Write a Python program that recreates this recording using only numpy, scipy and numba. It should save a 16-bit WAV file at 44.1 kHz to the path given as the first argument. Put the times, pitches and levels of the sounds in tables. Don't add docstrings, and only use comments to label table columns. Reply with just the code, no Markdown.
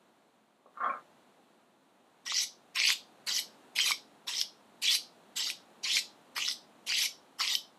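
import sys
import numpy as np
from scipy import signal
from scipy.fft import rfft, irfft, next_fast_len
from scipy.io import wavfile
from scipy.ndimage import map_coordinates
from numba import njit

SR = 44100
rng = np.random.default_rng(int(sys.argv[2]) if len(sys.argv) > 2 else 0)


def store_wav(level_fs):
    pcm = np.round(np.clip(np.atleast_2d(level_fs), -1, 1) * 32767)
    wavfile.write(sys.argv[1], SR, pcm.T.astype(np.int16))


N = 343256

# frequency in Hz, relative density in dB per Hz.
FACE_OVER_SPECTRUM = [(880, -24.5), (1500, -25), (1630, -51), (1810, -15.5), (1990, 2.5), (2440, -48),
                      (2650, -11.5), (2900, 2.5), (3860, 2.5), (4380, 0.5), (5170, 2), (6090, -2.5),
                      (7240, -8.5), (8100, -6), (9000, -29), (11700, -70.5), (19800, -120)]
# frequency in Hz, relative density in dB per Hz.
FACE_UNDER_SPECTRUM = [(880, -30.5), (1500, -46.5), (1740, -23), (1890, -7), (2150, 3.5), (2670, -2),
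                       (3030, 4), (3550, -4), (3920, -0.5), (4420, -1.5), (5250, -1), (6050, -7),
                       (7030, -10), (8040, -11.5), (9000, -19), (11700, -60), (19800, -120)]
# frequency in Hz, relative density in dB per Hz.
BODY_SPECTRUM = [(60, -74), (170, -34), (350, -9.5), (700, -15), (950, 2.5), (1200, 2), (1550, 0),
                 (2000, -1), (3000, -64)]
# frequency in Hz, relative density in dB per Hz.
FIZZ_SPECTRUM = [(3000, -77), (6000, -35), (8000, 10), (9400, 0), (11000, 7), (12500, 2.5), (13700, -7.5),
                 (15000, -24), (16000, -35)]
# frequency in Hz, width in Hz, relative level in dB.
STEEL_MODES = [(2124, 125, 6.5), (2280, 230, 8.5), (2502, 26, -12), (2880, 48, -10), (3230, 68, 6),
               (3260, 14, 11), (3860, 150, -4), (4850, 210, 7.5), (4990, 17, 1), (5960, 91, 5.5),
               (7200, 210, -3)]


def strokes():
    faces, body_level, fizz_level, bending, glide_hz = gesture()
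    impacts = asperities(per_second=5000, scatter_db=4.5, chatter_db=-0.24, chatter_rate=300)
    grit = shifting(impacts, depth_db=6.0)

    rasp_over = faces[0] * unit(coloured(grit, FACE_OVER_SPECTRUM))
    rasp_under = faces[1] * unit(coloured(grit, FACE_UNDER_SPECTRUM))
    rasp = rasp_over + rasp_under
    steel = ringing(grit * faces.sum(0), STEEL_MODES) / np.std(ringing(grit, STEEL_MODES))
    body = body_level * unit(coloured(grit, BODY_SPECTRUM))

    blade = blade_mode(bending, glide_hz, damping=0.13)
    blade = blade + amp(-8.5) * blade_mode(bending, 1.79 * glide_hz, damping=0.044)
    blade = coloured(blade, [(80, -63), (500, -29), (1300, -42.5), (1900, -1), (6300, 0.5),
                             (8000, -30.0), (12000, -24)])

    burrs = asperities(per_second=12000, scatter_db=3.0, chatter_db=2.0, chatter_rate=300)
    burrs = shifting(burrs, depth_db=4.0, life=0.029)
    hiss = amp(-1.5) * fizz_level * unit(coloured(burrs, FIZZ_SPECTRUM))

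    mix = amp(-2.5) * rasp + amp(-15.0) * steel + amp(-1.0) * blade + amp(-2.5) * body + hiss
    return low_cut(mix, hz=140)


# start in seconds, length in seconds, time to bite in seconds,
# rasp level in dB before the mix, swell from heel to tip in dB, then low body, edge fizz and blade ring
# in dB against the rasp before the mix, ring at the heel in Hz, ring near the tip in Hz,
# share of the stroke at which the ring leaps there.
STROKES_ON_ROD = [(2.248, 0.19, 0.02, -34.5, 6, -7, -2, 3.5, 1700, 5760, 0.45),
                  (2.739, 0.19, 0.023, -30, 5, 3, -2, 3, 1740, 4000, 0.83),
                  (3.260, 0.14, .016, -33, 0.5, 3, 3, -1, 2370, 5440, 0.48),
                  (3.748, 0.17, 0.015, -27.5, 1.5, 3, -1.5, -7, 2120, 4140, .85),
                  (4.263, 0.16, 0.019, -36.5, -2.5, 3, 2.5, 3.5, 2480, 5800, 0.58),
                  (4.812, 0.15, 0.015, -30.5, 2.5, -0.5, 3, 3, 2350, 5750, .66),
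                  (5.353, 0.16, 0.02, -34, -10, 1, 2, -3, 2380, 5170, .62),
                  (5.824, .170, 0.016, -30.7, 8.5, -1, -2.5, 0.5, 2140, 4700, 0.79),
                  (6.346, 0.18, 0.023, -37, -5.5, 3.5, 2.5, 4.5, 2100, 5140, 0.64),
                  (6.860, 0.2, 0.012, -31.5, 4, -2, 0, 1, 2080, 5940, 0.69),
                  (7.380, 0.18, 0.027, -33, -8.5, 3, 2.5, 0, 1890, 4200, 0.71)]
# share of the stroke,
# rasp change in dB, then low body, edge fizz and blade ring in dB against the rasp, added to the stroke's own.
COURSE_OVER_FACE = [(0, 3, -9.5, -10.5, -17), (.15, -0.5, -13.5, -15.5, -7.5), (.42, -1.5, -19.5, -20, -4),
                    (.6, -1.5, -30.5, -15.5, -1), (.75, 2.5, -20.5, -18.5, -1.5), (1, -1, -36, -6, -12.5)]
# share of the stroke, rasp change in dB,
# then low body, edge fizz and blade ring in dB against the rasp.
COURSE_UNDER_FACE = [(0, -0.69, -20.5, -8, -19.5), (.25, 0.94, -18, -22, -2), (.45, -1.5, -26.5, -22, -1),
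                     (.62, -1, -30, -11, -1.5), (.82, 1, -19, -11.5, -4.5), (1, -2, -32.5, -7.5, -8)]
LEAVE_S = 0.0056
CREEP_OCTAVES, LEAP_SHARE = 1.103, 0.066


def gesture():
    t = np.arange(N) / SR
    faces, (body, fizz, bending) = np.zeros((2, N)), np.zeros((3, N))
    ring_hz = np.full(N, SR / 10)
    for k, row in enumerate(STROKES_ON_ROD):
        start, length, bite, rasp_db, swell_db, body_db, fizz_db, ring_db, heel_hz, tip_hz, leap = row
        span = slice(round(start * SR), round((start + length) * SR) + SR // 10)
        age = t[span] - start
        progress = np.clip(age / length, 0, 1)
        share, *columns = np.transpose((COURSE_OVER_FACE, COURSE_UNDER_FACE)[k % 2])
        push, thud, hiss, ring = [np.interp(progress, share, c) for c in columns]

        touch = np.clip(age / bite, 0, 1) ** 2 * np.exp(-np.maximum(age - length, 0) / LEAVE_S)
        pressure = touch * amp(rasp_db + swell_db * (progress - .5) + push)
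        faces[k % 2, span] += pressure
        body[span] += pressure * amp(body_db + thud)
        fizz[span] += pressure * amp(fizz_db + hiss)
        bending[span] += pressure * amp(ring_db + ring)

        leapt = .5 + .5 * np.tanh((progress - leap) / LEAP_SHARE)
        creeping_hz = heel_hz * 2 ** (CREEP_OCTAVES * progress)
        ring_hz[span] = creeping_hz ** (1 - leapt) * tip_hz ** leapt
    held = grip()
    return faces * held, body * held, fizz * held, bending * held, ring_hz


def blade_mode(drive, hz, damping):
    slips = asperities(per_second=3400, scatter_db=6.5, chatter_db=3, chatter_rate=160)
    hz = hz * (1 + 0.06 * wobble(110))
    return moving_mode(slips * drive, 2 * np.pi * hz / SR, np.exp(-np.pi * damping * hz / SR))


@njit
def moving_mode(x, angle, radius):
    y, state = np.zeros(len(x)), 0j
    for i in range(len(x)):
        state = state * radius[i] * np.exp(1j * angle[i]) + x[i]
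        y[i] = state.imag * np.sqrt(2 * (1 - radius[i] ** 2))
    return y


def asperities(per_second, scatter_db, chatter_db, chatter_rate):
    hits = (rng.random(N) < per_second / SR) * rng.choice([-1, 1], N)
    scatter = scatter_db * np.clip(rng.standard_normal(N), -2, 2)
    chatter = chatter_db * np.clip(wobble(chatter_rate), -2, 2)
    return unit(hits * amp(scatter + chatter))


def shifting(x, depth_db, width_hz=330, life=0.0093):
    hz, t, z = signal.stft(x, SR, nperseg=256)
    across = np.exp(-2 * ((hz[:13] - hz[6]) / width_hz) ** 2)
    through = np.exp(-2 * ((t[:17] - t[8]) / life) ** 2)
    patch = np.outer(across, through)
    field = unit(signal.fftconvolve(rng.standard_normal(z.shape), patch, "same"))
    swollen = z * amp(depth_db * np.clip(field, -2, 2))
    return unit(signal.istft(swollen, SR, nperseg=256)[1][:N])


# start in seconds, level in dB before the mix,
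# frequency in Hz, time constant of the ring in ms.
CLACK_HITS = [(2.321, -26, 1170, 0.84), (2.801, -16, 2600, 0.17), (2.887, -17.5, 5060, 0.43),
              (2.903, -14, 2080, 0.59), (3.39, -19.5, 4000, 0.67), (3.788, -15, 2150, 0.98),
              (3.908, -21.5, 1120, 1.1), (3.917, -16.5, 2246, 1.8), (4.413, -18, 3350, 0.56),
              (4.414, -16, 5110, 0.63), (4.951, -22.5, 2640, 0.32), (5.444, -25.5, 4670, 0.79),
              (5.501, -20.5, 2520, 0.53), (5.969, -16, 2290, 1.2), (6.38, -23, 1230, 0.67),
              (6.513, -22, 3660, 0.42), (6.922, -18, 2170, 0.39), (7.056, -25.5, 2250, 2.1),
              (7.407, -24.5, 1270, 0.8), (7.477, -20.5, 3580, 0.62), (7.552, -15, 3120, 1.36)]
# frequency in Hz, gain in dB.
CRACK_COLOUR = [(50, -42), (250, -3), (900, -14.5), (2000, 4.5), (5500, 18.5), (9000, -13.5), (15000, -34)]


def clacks(crack_db=-13, crack_time=0.0014):
    cracks, t = np.zeros(N), np.arange(SR // 25) / SR
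    for s, db, hz, ms in CLACK_HITS:
        add(cracks, s, amp(db + crack_db) * np.exp(-t / crack_time) * rng.standard_normal(len(t)))
    return amp(-3) * damped_rings(CLACK_HITS) + coloured(cracks, CRACK_COLOUR)


def grip(skip_db=5, lead=0.00067):
    lift, t = np.zeros(N), np.arange(SR // 80) / SR
    for s, *_ in CLACK_HITS:
        add(lift, s - len(t) / SR, np.exp(-((t - t[-1] + lead) / lead) ** 2))
    return amp(-skip_db * np.minimum(lift, 1))


def damped_rings(rows):
    rings, t = np.zeros(N), np.arange(SR // 25) / SR
    for s, db, hz, ms in rows:
        age = t / (ms / 1000)
        envelope = age * np.exp(1 - age)
        add(rings, s, amp(db) * envelope * np.sin(2 * np.pi * hz * t))
    return low_cut(rings, hz=250)


# time in seconds, level in dB before the mix.
DRAG_LEVEL = [(0.74, -59), (0.78, -46), (0.792, -53), (0.804, -34.5), (0.854, -31), (0.974, -45.5),
              (1.02, -81)]
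# start in seconds, level in dB before the mix,
# frequency in Hz, time constant of the ring in ms.
TABLE_BUMPS = [(.659, -44, 584, 0.69), (.662, -49, 1126, 2), (.773, -34, 1210, 1.3),
               (.803, -29.5, 1150, 3.2), (.843, -25.5, 1130, 1.9), (.843, -47, 3260, 1.9),
               (.851, -31.5, 708, 4.9), (.860, -22.5, 1300, 1), (.892, -29.5, 1090, 3.9),
               (.897, -36.5, 2330, 1.9), (.937, -29, 1300, 1.5)]
# frequency in Hz, width in Hz, relative level in dB.
TABLE_MODES = [(710, 57, -4), (1097, 38, -1), (1280, 44, 0), (1916, 110, -30), (2150, 27, -12),
               (2440, 15, -23)]
# frequency in Hz, relative gain in dB.
TABLE_SPECTRUM = [(76, -78), (130, -41), (241, -16), (387, -24.5), (496, -9.5), (629, -9.5), (707, -10),
                  (970, -10.5), (1080, 5.5), (1350, 0), (1770, -10), (2280, -28), (3000, -38), (3900, -60),
                  (6600, -120)]


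def table_top(x):
    broad = coloured(x, TABLE_SPECTRUM) * amp(2)
    rings = ringing(ringing(x, TABLE_MODES), [(1003, 1200, 0.0047)])
    return broad + rings


def pickup():
    drag_db, = curves(DRAG_LEVEL)
    t = np.arange(N) / SR
    sliding = (t > DRAG_LEVEL[0][0]) & (t < DRAG_LEVEL[-1][0])
    judder = asperities(per_second=1600, scatter_db=-2.5, chatter_db=2.0, chatter_rate=130)
    drag = table_top(sliding * amp(drag_db - 5.0) * judder / np.std(table_top(judder)))
    return drag + amp(-2.5) * damped_rings(TABLE_BUMPS)


# frequency in Hz, time to fall by 60 dB in seconds.
KITCHEN_DECAY = [(200, 0.31), (1000, 0.16), (2200, 0.15), (3500, 0.26), (5500, 0.26), (7000, 0.22),
                 (9000, 0.18), (14000, 0.18)]


def kitchen(x, gap=.004):
    echo, size = np.zeros(N), SR // 4
    for first in range(0, N, size):
        hz, t, z = signal.stft(rng.standard_normal(SR // 3), SR, nperseg=256)
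        decay = amp(-60 * t / along(KITCHEN_DECAY, hz)[:, None])
        tail = signal.istft(z * decay, SR, nperseg=256)[1]
        add(echo, first / SR + gap, signal.fftconvolve(x[first:first + size], tail / np.linalg.norm(tail)))
    return echo


# time in seconds, level in dB before a small trim.
BACKGROUND_LEVEL = [(0.0, -66), (0.65, -70), (0.87, -61.5), (1.78, -67.5), (3.55, -59.5), (4.33, -62.5),
                    (5.76, -60.5), (7.78, -62.5)]
# frequency in Hz, relative density in dB per Hz.
BACKGROUND_SPECTRUM = [(15, -59), (25, -49), (43, -45), (73, -25), (221, -1.5), (460, -6), (741, -4),
                       (1040, -8), (2120, -17.5), (3000, -18), (4100, -19), (5000, -28), (7000, -25.5),
                       (10000, -28.5), (15500, -38)]


def background():
    level_db, = curves(BACKGROUND_LEVEL)
    return amp(level_db + 0.5) * unit(coloured(rng.standard_normal(N), BACKGROUND_SPECTRUM))


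def amp(db):
    return 10 ** (np.asarray(db) / 20)


def unit(x):
    return x / np.sqrt(np.mean(x ** 2) + 1e-20)


def along(points, hz):
    f, v = np.transpose(points)
    return np.interp(np.log(hz + 1), np.log(f + 1), v)


def curves(rows):
    s, *cols = np.transpose(rows)
    return [np.interp(np.arange(N) / SR, s, c) for c in cols]


def wobble(rate):
    knots = rng.standard_normal(int(N * rate / SR) + 4)
    return map_coordinates(knots, [np.arange(N) * rate / SR])


def filtered(x, response):
    size = 2 * next_fast_len(N // 2 + SR // 4)
    return irfft(rfft(x, size) * response(np.fft.rfftfreq(size, 1 / SR)), size)[:N]


def coloured(x, spectrum):
    def response(hz):
        cepstrum = irfft(np.log(amp(along(spectrum, hz)) + 1e-6))
        half = len(cepstrum) // 2
        cepstrum[1:half] *= 2
        cepstrum[half + 1:] = 0
        return np.exp(rfft(cepstrum))
    return filtered(x, response)


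def low_cut(x, hz):
    return signal.sosfilt(signal.butter(2, hz, "high", fs=SR, output="sos"), x)


def ringing(x, modes):
    def response(f):
        total = 0
        for k, (centre, width, db) in enumerate(modes):
            damped = 1j * f * width
            total = total + (-1) ** k * amp(db) * damped / (centre * centre - f * f + damped)
        return total
    return filtered(x, response)


def add(track, s, sound):
    part = track[round(s * SR):][:len(sound)]
    part += sound[:len(part)]


def scene():
    scrape, knocks, table = strokes(), clacks(), pickup()
    echo = kitchen(amp(-6.5) * scrape + amp(-11) * knocks + amp(-0.5) * table)
    return (scrape + knocks + table + echo + background())[None]


TOP_HZ = 15400


def record(dry):
    return np.array([filtered(channel, lambda hz: hz < TOP_HZ) for channel in dry])


dry = scene()
out = record(dry)
store_wav(out)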